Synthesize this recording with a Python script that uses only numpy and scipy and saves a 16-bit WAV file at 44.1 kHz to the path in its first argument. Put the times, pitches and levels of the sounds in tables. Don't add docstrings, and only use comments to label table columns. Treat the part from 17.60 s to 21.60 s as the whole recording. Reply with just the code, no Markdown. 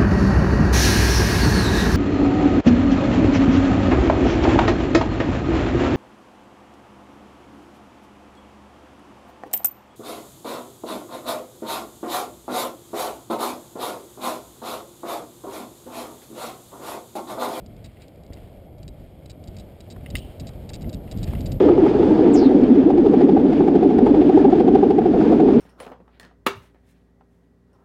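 import sys
import numpy as np
from scipy import signal
from scipy.fft import rfft, irfft
from scipy.io import wavfile

SR = 44100
rng = np.random.default_rng(int(sys.argv[2]) if len(sys.argv) > 2 else 0)


def materialize(psi):
    bounded = np.clip(np.atleast_2d(psi).T, -1, 1)
    quanta = np.round(bounded * 32767).astype(np.int16)
    wavfile.write(sys.argv[1], SR, quanta)


N = 176400
T = np.arange(N) / SR

# t/s, level/dB
WIND_RIDE = [(0.0, -42.5), (0.18, -44), (0.26, -40), (0.32, -48), (0.72, -44), (1.08, -45.5), (1.3, -38),
             (1.35, -48), (1.41, -35.5), (1.46, -47.5), (1.96, -36), (2.12, -43.5), (2.49, -37.5),
             (2.53, -32), (2.75, -46.5), (2.8, -32.5), (2.92, -36.5), (3.2, -34.5), (3.29, -23.5),
             (3.32, -43), (3.34, -30), (3.49, -34), (3.61, -26.5), (3.73, -28.5), (3.97, -24), (4.0, -40)]
# f/Hz, level/dB
WIND_EQ = [(15, -14), (25, -1.5), (38, 2.5), (85, 1.5), (130, -1.5), (200, -5.5), (300, -12.5), (450, -22),
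           (700, -32), (1000, -67.5), (2000, -59)]
# t/s, level/dB
MOUNT_BUMPS = [(.062, -36), (.704, -28.5), (2.548, -21), (2.648, -27), (3.274, -29), (3.336, -30),
               (3.606, -26)]
# f/Hz, level/dB, t60/s
MOUNT_MODES = [(89, -1.5, 0.093), (151, -4.5, 0.018), (254, -3, 0.024)]
# t/s, level/dB
ROAR_RIDE = [(0.0, -53), (0.27, -52), (0.31, -60.5), (0.39, -52.5), (0.68, -52.5), (0.73, -49.5),
             (1.38, -53), (3.63, -44.5), (3.9, -41), (4.0, -46)]
# f/Hz, level/dB
ROAR_EQ = [(100, -14), (300, 0.5), (450, -1.5), (620, 1.5), (720, -4), (850, -11), (1000, -20), (1500, -27),
           (3000, -61)]
# t/s, level/dB
CRUNCH_RIDE = [(0, -66), (.22, -62.5), (.33, -62.5), (.7, -66.5), (.77, -59.5), (1.1, -68), (1.45, -62),
               (1.78, -66), (2.03, -59), (2.15, -63.5), (2.72, -58), (3.0, -59.5), (3.24, -59), (3.42, -61),
               (3.49, -57), (3.73, -52.5), (4, -60)]
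# f/Hz, level/dB
CRUNCH_EQ = [(400, -3), (1000, 1.5), (1700, -1), (2250, -0.5), (2700, 0), (3200, 1), (3800, -3),
             (4700, -5.5), (5800, -10.5)]
# f/Hz, level/dB, t60/s
METAL_MODES = [(2185, -1.5, 0.038), (2363, 2, 0.022), (3290, -4, 0.049)]
# t/s, level/dB
SNAP_HITS = [(2.363, -40.5), (2.657, -53), (2.892, -43), (2.954, -58), (3.104, -39.5), (3.735, -38)]
# f/Hz, level/dB
SNAP_EQ = [(300, -16), (800, 11.5), (1400, -2), (2300, -4), (4000, -22), (6000, -22)]
# t/s, level/dB, half length/s
SLIPS = [(0.256, -55.5, 0.019), (0.425, -56, 0.023), (3.681, -45, 0.01)]
# f/Hz, level/dB
SLIP_EQ = [(800, -9), (1700, -0.5), (2500, 4.5), (3300, -2.5), (4400, -3.5), (5800, -12)]
# t/s, level/dB, length/s
CHAIN_BURSTS = [(.062, -47, 0.0066), (.166, -53, .003), (.243, -45.5, 0.023), (.420, -44.5, 0.0048),
                (.482, -49, 0.0025), (.560, -57, 0.0029), (.636, -52, .003), (.665, -50.5, .003),
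                (.733, -45, 0.0092), (1.183, -52.5, .01), (1.231, -43.5, 0.0055), (1.280, -36.5, 0.0021),
                (1.2867, -45.5, 0.0051), (1.659, -46.5, .007), (1.698, -40, 0.018), (1.840, -46.5, .004),
                (1.851, -61, .01), (1.875, -45, 0.012), (1.967, -45, 0.0063), (1.986, -45, 0.005),
                (1.997, -45, 0.012), (2.206, -40, 0.0067), (2.302, -43, .029), (2.503, -41, 0.007),
                (2.567, -32.5, 0.006), (2.574, -37.5, 0.021), (2.798, -40.5, 0.016), (2.870, -41, 0.026),
                (3.092, -36, 0.01), (3.134, -37.5, 0.027), (3.211, -46, 0.0068), (3.220, -41, 0.011),
                (3.294, -40, 0.0052), (3.330, -37.5, .018), (3.514, -33.5, 0.013), (3.574, -44, 0.013),
                (3.587, -43.5, 0.0072), (3.631, -32.5, 0.014), (3.807, -40, 0.0095), (3.859, -40, .006),
                (3.866, -39.5, 0.0091), (3.919, -34.5, 0.012)]
# f/Hz, level/dB, t60/s
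LINK_MODES = [(2840, -2.5, 0.0024), (3300, -16, 0.0035), (3907, -4, 0.017), (4635, 3, 0.0044),
              (5160, -4, 0.0033)]
# t/s, level/dB, low-pass f/Hz
FRAME_KNOCKS = [(.370, -45, 2000), (.724, -43.5, 1900), (0.771, -43.5, 1890), (2.461, -32, 2860),
                (2.5534, -17.5, 5000), (3.243, -41, 2300), (3.477, -46, 4000), (3.671, -54, 4500),
                (3.751, -36, 4030)]
# f/Hz, level/dB, t60/s
CLACK_MODES = [(1300, -24.5, 0.031), (2050, 0.5, 0.012), (2776, 1.5, 0.011), (3680, -12.5, 0.027),
               (5150, -5, 0.0066)]

WIND_TRIM_DB, ROAR_TRIM_DB, CHAIN_TRIM_DB, CLACK_TRIM_DB = 0.11, 1.5, -1, 3.5
GUST_DB, GUSTS_PER_S = 1.35, 50
BRIGHT_HZ, BRIGHT_PER_DB, WIND_REF_DB = 108, 0.115, -45.5
GRAINS_PER_S, GRAIN_SPREAD_DB, GRAIN_DB, HISS_DB, TINGLE_DB = 1500, 3, -4, -1.5, -73
CHAIN_REBOUND_DB, CHAIN_VARY_DB = -1.5, 1.5
FRAME_REBOUND_S, FRAME_REBOUND_DB = .0048, -7
FRAME_LOW_HZ, CHAIN_LOW_HZ = 1200, 1920
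SHIMMER_HZ, SHIMMER_WIDTH_HZ, SHIMMER_T60_S, SHIMMER_DB = 2990, 260, 0.5, -28
MIC_LOW_HZ, CEILING_DB, INPUT_EDGE_HZ, HOLD_HZ, TOP_HZ = 30.6, -14.5, 5520, 12000, 15350


def undb(db):
    return 10 ** (np.asarray(db) / 20)


def unit(x):
    return x / np.sqrt(np.mean(x ** 2))


def curve(rows):
    return np.interp(T, *np.array(rows).T)


def cut(x, hz, kind, order=2):
    return signal.sosfilt(signal.butter(order, hz, kind, fs=SR, output="sos"), x)


def colour(x, eq):
    hz, db = np.array(eq).T
    f = np.maximum(np.fft.rfftfreq(N, 1 / SR), 1)
    gain = undb(np.interp(np.log(f), np.log(hz), db))
    return unit(irfft(rfft(x) * gain, N))


def noise(eq):
    return colour(rng.standard_normal(N), eq)


def wobble(per_s):
    knots = rng.standard_normal(2048)
    return unit(np.interp(T * per_s, np.arange(len(knots)), knots))


def ring(x, modes, rise_s=1 / SR):
    t = T[:SR // 4]
    body = sum(undb(db - 60 * t / t60) * np.sin(2 * np.pi * hz * t) for hz, db, t60 in modes)
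    return signal.fftconvolve(x, body * (1 - np.exp(-t / rise_s)))[:N]


def blows(cues):
    out = np.zeros(N)
    for start, db, *_ in cues:
        out[int(np.clip(start * SR, 0, N - 1))] += undb(db)
    return out


def rebounds(bursts, gap_s, fall_db, scatter_db):
    out = np.zeros(N)
    for start, db, length in bursts:
        timing, polarity, force = rng.standard_normal((3, 40))
        delay = np.cumsum(gap_s * np.exp(timing / 2))
        settle = np.clip((length - delay) / gap_s + 1, 0, 1)
        level_db = db - fall_db * delay / length + scatter_db * np.tanh(force)
        at = np.clip((start + delay) * SR, 0, N - 1).astype(int)
        np.add.at(out, at, settle * np.sign(polarity) * undb(level_db))
    return out


def wind():
    strength_db = curve(WIND_RIDE)
    air = noise(WIND_EQ) * unit(undb(GUST_DB * wobble(GUSTS_PER_S)))
    low = signal.sosfiltfilt(signal.butter(2, BRIGHT_HZ, fs=SR, output="sos"), air)
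    shelf = undb(BRIGHT_PER_DB * (strength_db - WIND_REF_DB))
    return (low + (air - low) * shelf) * undb(strength_db + WIND_TRIM_DB)


def bumps():
    return ring(blows(MOUNT_BUMPS), MOUNT_MODES)


def tyres():
    roar = noise(ROAR_EQ) * undb(curve(ROAR_RIDE) + ROAR_TRIM_DB)
    clicks = (rng.random(N) < GRAINS_PER_S / SR) * rng.choice([-1, 1], N)
    grains = clicks * undb(GRAIN_SPREAD_DB * np.minimum(rng.exponential(size=N), 5))
    crunch = undb(GRAIN_DB) * colour(grains, CRUNCH_EQ) + undb(HISS_DB) * noise(CRUNCH_EQ)
    crunch_db = curve(CRUNCH_RIDE) + 1.06 * wobble(per_s=22.11)
    tingle = unit(cut(ring(grains, METAL_MODES), FRAME_LOW_HZ, "high"))
    return roar + undb(crunch_db) * crunch + undb(TINGLE_DB) * tingle


def snaps(t60_s=0.029):
    tail = undb(-60 * T[:SR // 4] / t60_s)
    return signal.fftconvolve(blows(SNAP_HITS), tail)[:N] * noise(SNAP_EQ)


def slips():
    swells = sum(undb(db) * np.exp(-((T - peak) / half) ** 2) for peak, db, half in SLIPS)
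    return swells * noise(SLIP_EQ) * undb(1.54 * wobble(per_s=400))


def chain():
    bounces = rebounds(CHAIN_BURSTS, gap_s=.0017, fall_db=5.5, scatter_db=6)
    hits = blows(CHAIN_BURSTS) + undb(CHAIN_REBOUND_DB) * bounces
    links = sum(ring(hits * undb(CHAIN_VARY_DB * wobble(per_s=60)), [mode]) for mode in LINK_MODES)
    return undb(CHAIN_TRIM_DB) * cut(links, CHAIN_LOW_HZ, "high")


def frame():
    hits = np.zeros(N)
    for start, db, bright_hz in FRAME_KNOCKS:
        flam = blows([(start, db), (start + FRAME_REBOUND_S, db + FRAME_REBOUND_DB)])
        hits += cut(flam, bright_hz, "low")
    clacks = cut(ring(hits, CLACK_MODES, rise_s=0.00053), FRAME_LOW_HZ, "high", order=4)
    band = signal.iirpeak(SHIMMER_HZ, SHIMMER_HZ / SHIMMER_WIDTH_HZ, fs=SR)
    metal = unit(signal.lfilter(*band, rng.standard_normal(N)))
    tail = metal * undb(-60 * T / SHIMMER_T60_S)
    shimmer = signal.fftconvolve(blows(FRAME_KNOCKS), tail)[:N]
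    return undb(CLACK_TRIM_DB) * clacks + undb(SHIMMER_DB) * shimmer


def scene():
    return (wind() + bumps() + tyres() + snaps() + slips() + chain() + frame())[None]


def record(dry):
    mic = cut(dry, MIC_LOW_HZ, "high")
    clipped = mic / (1 + (mic / undb(CEILING_DB)) ** 8) ** (1 / 8)
    f = np.fft.rfftfreq(N, 1 / SR)
    band_limited = irfft(rfft(clipped) / np.sqrt(1 + (f / INPUT_EDGE_HZ) ** 40), N)
    coarse = signal.resample(band_limited, N * HOLD_HZ // SR, axis=-1)
    steps = np.repeat(coarse, 4, axis=-1)
    glassy = signal.resample(steps, N, axis=-1)
    return signal.sosfilt(signal.ellip(8, .2, 70, TOP_HZ, fs=SR, output="sos"), glassy)


dry = scene()
out = record(dry)
materialize(out)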